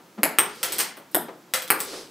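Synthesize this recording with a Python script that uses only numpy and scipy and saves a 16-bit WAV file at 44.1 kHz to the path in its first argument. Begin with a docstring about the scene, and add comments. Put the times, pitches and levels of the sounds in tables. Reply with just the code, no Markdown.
"""Bouncing balls into a tray

In a living room, two players bounce hollow plastic balls off a wooden floor into a plastic tray.
Each bounce knocks the boards and makes the ball's shell ring brightly; then the balls clack and rattle
into the tray's cups. Limbs bump the floor and clothes rustle. The microphone is high up, so an echo
from the ceiling follows every hit."""
import sys
import numpy as np
from scipy import signal
from scipy.fft import rfft, irfft
from scipy.io import wavfile

SR = 44100
rng = np.random.default_rng(int(sys.argv[2]) if len(sys.argv) > 2 else 0)


def bounce(signal):
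    """Save signal as a 16-bit WAV file at the path given by the first command-line argument."""
    frames = np.transpose(np.atleast_2d(signal))
    limited = np.clip(frames, -1, 1)
    pcm = np.round(limited * 32767).astype(np.int16)
    wavfile.write(sys.argv[1], SR, pcm)


N = 92610
TIME = np.arange(N) / SR
HIT_SIZE = 24576  # samples given to one hit to die away
HIT_TIME = TIME[:HIT_SIZE]


def from_db(db):
    """Turn decibels into a number to multiply by."""
    return 10 ** (np.asarray(db) / 20)


def unit(x):
    """Scale a sound to an energy of one."""
    return x / np.sqrt(np.sum(x ** 2) + 1e-20)


def at_hz(points, hz):
    """Read between the rows of a table, with octaves evenly spaced."""
    f, value = np.transpose(points)
    return np.interp(np.log(np.maximum(hz, 1)), np.log(f), value)


def gains(colour, size):
    """Turn a colour (how loud lows, middles and highs are) into a gain for each frequency."""
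    return from_db(at_hz(colour, np.fft.rfftfreq(size, 1 / SR)))


def fade(fade_s):
    """Die away by 60 dB in fade_s seconds; every fade time below means this."""
    return from_db(-60 * HIT_TIME / fade_s)


def add(track, s, sound):
    """Mix a stereo sound in, starting at s seconds."""
    i = int(s * SR)
    track[:, i:i + sound.shape[1]] += sound[:, :N - i]


def click(colour):
    """The shortest click that starts at once and has this colour."""
    cepstrum = irfft(np.log(gains(colour, HIT_SIZE)))
    # folding the second half onto the first moves the energy to the start
    cepstrum[1:HIT_SIZE // 2] *= 2
    cepstrum[HIT_SIZE // 2 + 1:] = 0
    return unit(irfft(np.exp(rfft(cepstrum))))


def ring(tones, scatter_db=1.0):
    """A struck thing rings with its own tones, each a little louder or softer at every blow."""
    out = 0
    for k, (hz, db, fade_s) in enumerate(tones):
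        tone = unit(np.sin(2 * np.pi * hz * HIT_TIME) * fade(fade_s))
        out += (-1) ** k * from_db(db + scatter_db * rng.normal()) * tone
    return out


def clatter(colour, fade_s, snap_db):
    """A snap, then so many short tones together that none stands out."""
    burst = unit(rng.standard_normal(HIT_SIZE) * fade(fade_s))
    burst[0] += from_db(snap_db)
    for _ in range(3):  # even out chance peaks while keeping the burst short
        spectrum = rfft(burst)
        burst = irfft(spectrum / (np.abs(spectrum) + 1e-12)) * (HIT_TIME < fade_s)
    return unit(signal.fftconvolve(burst, click(colour))[:HIT_SIZE])


# how much of the noise differs between left and right: f/Hz, level/dB
STEREO_WIDTH = [(60, -11), (150, -18), (300, -27), (900, -7.5), (4000, -11)]

def stereo_noise(size):
    """White noise, nearly alike on the left and right."""
    middle, side = rng.standard_normal((2, size))
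    side = irfft(rfft(side) * gains(STEREO_WIDTH, size), size)
    return middle + side * [[1], [-1]]


def hiss(colour):
    """Steady noise with this colour and a typical size (rms) of one."""
    noise = irfft(rfft(stereo_noise(N)) * gains(colour, N), N)
    return noise / noise.std()


# colour of the quiet room: f/Hz, level/dB
AIR_COLOUR = [(18, -35), (30, -48), (161, 2.5), (252, 0), (328, 4.5), (404, -2.5), (1280, -7), (2680, -14),
              (4910, -16), (6380, -17), (16000, -22)]

def room_air():
    """The room's air is a faint, steady hush."""
    return from_db(-53) * hiss(AIR_COLOUR)


# how long the room keeps sounding: f/Hz, fade/s
TAIL_FADES = [(150, 0.61), (400, 0.34), (1000, 0.44), (2800, 0.42), (7500, 0.27), (14000, 0.19)]
# colour of that lingering sound: f/Hz, level/dB
TAIL_COLOUR = [(60, -13.5), (160, 4.5), (1000, 2.5), (3000, -4.5), (8000, -2), (15000, -4)]

def room_tail(build_s=0.00083):
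    """Countless echoes blur into a tail that builds quickly; each band fades at its own pace."""
    spectrum = rfft(stereo_noise(HIT_SIZE))
    hz = np.fft.rfftfreq(HIT_SIZE, 1 / SR)
    edges = np.geomspace(40, 20480, 19)
    build = 1 - np.exp(-(HIT_TIME / build_s) ** 2)
    tail = 0
    for low, high in zip(edges, edges[1:]):
        centre = np.sqrt(low * high)
        band = irfft(spectrum * ((hz >= low) & (hz < high)))
        band = unit(band * fade(at_hz(TAIL_FADES, centre)) * build)
        energy_share = (high - low) / (SR / 2)
        tail += band * np.sqrt(2 * energy_share) * from_db(at_hz(TAIL_COLOUR, centre))
    return tail


# quick early echoes, fluttering between floor and ceiling: delay/s, level/dB
EARLY_ECHOES = [(.0075, -13.5), (0.0147, -11), (0.0204, -12)]
FLOOR_TAIL_DB, TRAY_TAIL_DB = 0.5, 6
CEILING_DB, TRAY_CEILING_S = -4, 0.00585

def in_room(hit, s, tail_db, ceiling_s):
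    """A hit arrives directly, then as echoes; every spot on the floor has a tail of its own."""
    response = from_db(tail_db) * room_tail()
    direct_db = -3 if 0.5 < s < 1.2 else 0  # someone steps between the tray and the microphone
    response[:, 0] += from_db(direct_db)
    for delay_s, db in [(ceiling_s, CEILING_DB), *EARLY_ECHOES]:
        response[:, int(delay_s * SR)] += from_db(db)
    return signal.fftconvolve(hit[None], response, axes=1)[:, :len(hit)]


# soft bumps on the floor: t/s, level/dB, dull above f/Hz
LIMB_BUMPS = [(0.002, -22, 880), (0.179, -12.5, 806), (0.185, -9.5, 690), (0.613, -11, 400),
              (0.971, -14.5, 3080), (1.284, -7.5, 910), (1.932, -7.5, 1000), (1.949, -14, 1260)]
# colour of a bump: f/Hz, level/dB
BUMP_COLOUR = [(50, -39), (150, -16), (330, 5), (750, 1.5), (1500, 0), (4000, -7), (12000, -20)]

def limb_bumps():
    """Hands and feet meet the floor near the tray; each touch loses its treble above its own frequency."""
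    out = np.zeros((2, N))
    for s, db, dull_hz in LIMB_BUMPS:
        thud = clatter(BUMP_COLOUR, fade_s=0.05, snap_db=-14.5)
        thud = signal.sosfilt(signal.butter(1, dull_hz, fs=SR, output="sos"), thud)
        add(out, s, in_room(from_db(db) * thud, s, FLOOR_TAIL_DB, TRAY_CEILING_S))
    return out


# short booms: middle t/s, half length/s, f/Hz, level/dB
HOLLOW_BOOMS = [(0.197, 0.013, 214, -27), (0.246, 0.019, 305, -29), (0.258, 0.0082, 650, -25.5),
                (1.167, 0.017, 300, -26.5), (1.173, 0.0043, 663, -21)]

def hollow_booms():
    """A low thump, and short hollow echoes just after the yellow ball's bounces."""
    out = np.zeros(N)
    for s, half_s, hz, db in HOLLOW_BOOMS:
        swell = np.exp(-((TIME - s) / half_s) ** 2)
        out += from_db(db) * np.sin(2 * np.pi * hz * (TIME - s)) * swell
    return out


def contact(knock, contact_s, loss_db=3.5):
    """The ball's push rises and falls, weakening on the rebound; this softens the knock's treble."""
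    progress = np.clip(HIT_TIME / contact_s, 0, 1)
    push = np.sin(np.pi * progress) * from_db(-loss_db * progress)
    return unit(signal.fftconvolve(knock, push)[:len(knock)])


def ball_shell(upper_tones, low_hz, low_db, upper_db):
    """A hollow ball is not quite round, so each tone of its shell splits into a close pair."""
    low_split_hz, low_fade_s, upper_split = 123, 0.0098, 0.012
    lowest = [(low_hz + side * low_split_hz, 0, low_fade_s) for side in (-1, 1)]
    upper = [(hz * (1 + side * upper_split * rng.uniform(0.7, 2.25)), db, fade_s)
             for hz, db, fade_s in upper_tones for side in (-1, 1)]
    return np.sqrt(.5) * (from_db(low_db) * ring(lowest) + from_db(upper_db) * ring(upper))


# each ball's bounces: t/s, knock level/dB, contact time/s, floor and room ring level/dB,
# lowest shell tone f/Hz, its level/dB, upper shell tones level/dB, ceiling echo delay/s
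YELLOW_LANDINGS = [(0.2327, 9.5, 0.000428, -9.5, 7850, -3, 2.5, .00571),
                   (1.1467, 4.5, 0.000574, -6.5, 8250, 3, 3.5, .00551)]
BLUE_LANDINGS = [(0.3860, 11.5, 0.000335, -6, 8635, 14.1, -2, .00596),
                 (1.7033, 10.6, 0.000425, -6, 8560, 3.9, 0.72, 0.0052)]
# colour of each ball's knock before the contact softens it: f/Hz, level/dB
YELLOW_KNOCK_COLOUR = [(40, -39), (110, -16), (280, 0), (700, -1.5), (1400, 1), (2150, 9.5), (3300, 14),
                       (4700, 16.5), (7500, 20), (10000, 36.5), (16000, 19.5)]
BLUE_KNOCK_COLOUR = [(40, -79), (110, -19), (330, -4), (620, -9), (1150, 2), (2200, 7), (3200, 10.5),
                     (4700, 12.5), (7400, 13), (10000, 29), (16000, 29.5)]
# low tones of floor and room that ring after a bounce: f/Hz, level/dB, fade/s
YELLOW_LOW_TONES = [(310, -5.5, 0.076), (358, -3.5, 0.035), (439, -6, 0.33), (623, -6, 0.037),
                    (983, -3.5, 0.025), (1323, 1, 0.086), (3570, -9.5, .004)]
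BLUE_LOW_TONES = [(366, -5, 0.35), (430, -5, 0.054), (889, 1.5, 0.14), (1322, -18, 0.098), (1450, 0, 0.035),
                  (2120, -11, 0.15)]
# upper tones of each ball's shell: f/Hz, level/dB, fade/s
YELLOW_SHELL_TONES = [(10280, 0, 0.0043), (11440, 4.5, 0.0048), (13300, 4.5, 0.005), (14800, -8.5, .004)]
BLUE_SHELL_TONES = [(9660, 2, 0.0044), (10850, 1, 0.0091), (12140, 1.5, 0.011), (14500, 2.5, 0.0072),
                    (14800, -6.5, 0.0042)]

def floor_bounces(landings, knock_colour, low_tones, shell_tones):
    """A ball lands with a sharp knock that sets the floor, the room and its own shell ringing."""
    out = np.zeros((2, N))
    for s, knock_db, contact_s, ring_db, low_hz, low_db, upper_db, ceiling_s in landings:
        knock = clatter(knock_colour, fade_s=0.009, snap_db=1.5)
        knock = from_db(knock_db) * contact(knock, contact_s)
        low_ring = from_db(ring_db) * ring(low_tones)
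        shell = ball_shell(shell_tones, low_hz, low_db, upper_db)
        add(out, s, in_room(knock + low_ring + shell, s, FLOOR_TAIL_DB, ceiling_s))
    return out


# rustles: middle t/s, half length/s, level/dB
SLEEVE_RUSTLES = [(0.564, 0.11, -46.5), (0.76, 0.063, -37), (1.136, 0.013, -53.5), (1.93, 0.084, -37.5)]
# colour of sliding cloth: f/Hz, level/dB
CLOTH_COLOUR = [(150, -10.5), (400, 11.5), (1000, -10), (2500, -4), (5000, 1), (7000, -7), (9000, -3.5),
                (11000, -9), (15000, -23)]

def clothes():
    """Sleeves slide, making short swells of hiss."""
    swells = sum(from_db(db) * np.exp(-((TIME - s) / half_s) ** 2 / 2)
                 for s, half_s, db in SLEEVE_RUSTLES)
    return hiss(CLOTH_COLOUR) * swells


# faint ticks of balls in a hand: t/s, level/dB
TICKS = [(0.553, -37), (0.969, -30), (1.113, -36), (1.355, -49)]

def hand_ticks():
    """Shells touch lightly while a player gathers the balls."""
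    out = np.zeros((2, N))
    for s, db in TICKS:
        tick = ball_shell(BLUE_SHELL_TONES, low_hz=8460, low_db=db, upper_db=db)
        add(out, s, in_room(tick, s, TRAY_TAIL_DB, TRAY_CEILING_S))
    return out


# hits in the tray, the one at 0.789 s a louder repeat of the one just before: t/s, clack level/dB, grid
# level/dB, # lowest shell tone f/Hz, its level/dB, upper shell tones level/dB
TRAY_CLACKS = [(0.6302, 1, 0.5, 8170, -3.5, -5.5), (0.7217, -5.5, -21, 8180, -1, -10),
               (0.7837, -5, -18, 8140, -13, -7), (0.7887, -3, -19, 8650, 5.5, -15),
               (0.7999, 2, -4.5, 8970, -22, -8.5), (1.5374, 2.5, 4.5, 8190, -3, -6.5),
               (1.6212, -13.5, -12.5, 8280, -16.5, -19), (1.6777, -16.5, -15.5, 8260, -22, -27),
               (1.7917, -22, -30, 8200, -29, -24), (1.8030, -8, -16.5, 8210, -3.5, -10.5)]
# colour of a clack: f/Hz, level/dB
CLACK_COLOUR = [(60, -41), (160, -11), (350, -6), (750, -2), (1400, 1.5), (2200, 4), (3400, 3.5), (4600, 4),
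                (6500, 0.5), (9100, -1), (10600, 0), (15000, -27)]
# tones of the tray's grid: f/Hz, level/dB, fade/s
GRID_TONES = [(512.4, -17, 0.11), (1344, -14.5, 0.037), (2080, -16.5, 0.036), (3160, -10.5, 0.0059),
              (3570, -7, 0.005)]

def tray_hits():
    """Balls land on the plastic grid, which rings, then clack against each other."""
    out = np.zeros((2, N))
    for s, clack_db, grid_db, low_hz, low_db, upper_db in TRAY_CLACKS:
        clack = from_db(clack_db) * clatter(CLACK_COLOUR, fade_s=0.0169, snap_db=-8.5)
        grid = from_db(grid_db) * ring(GRID_TONES)
        shell = ball_shell(BLUE_SHELL_TONES, low_hz, low_db, upper_db)
        add(out, s, in_room(clack + grid + shell, s, TRAY_TAIL_DB, TRAY_CEILING_S))
    return out


# how much louder the hits are on the left than on the right: f/Hz, level/dB
LEFT_LEAN = [(200, 0.5), (700, 2.4), (2200, 0.56)]

def scene():
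    """All the hits, leaning a little to the left, over the clothes and the room's quiet air."""
    yellow = floor_bounces(YELLOW_LANDINGS, YELLOW_KNOCK_COLOUR, YELLOW_LOW_TONES, YELLOW_SHELL_TONES)
    blue = floor_bounces(BLUE_LANDINGS, BLUE_KNOCK_COLOUR, BLUE_LOW_TONES, BLUE_SHELL_TONES)
    hits = yellow + blue + limb_bumps() + tray_hits() + hand_ticks() + hollow_booms()
    lean = gains(LEFT_LEAN, N) ** [[.5], [-.5]]  # left goes up by half the dB, right down by half
    return irfft(rfft(hits) * lean, N) + clothes() + room_air()


def record(dry):
    """The microphone has a narrow dip in the treble, overloads on loud peaks and cuts the very top."""
    dip_hz, top_hz = 9170, 15700
    dipped = dry - signal.lfilter(*signal.iirpeak(dip_hz, Q=15, fs=SR), dry)
    rounded = dipped / (1 + dipped ** 4) ** .25
    return signal.sosfilt(signal.ellip(10, .3, 80, top_hz, fs=SR, output="sos"), rounded)


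dry = scene()
out = record(dry)
bounce(out)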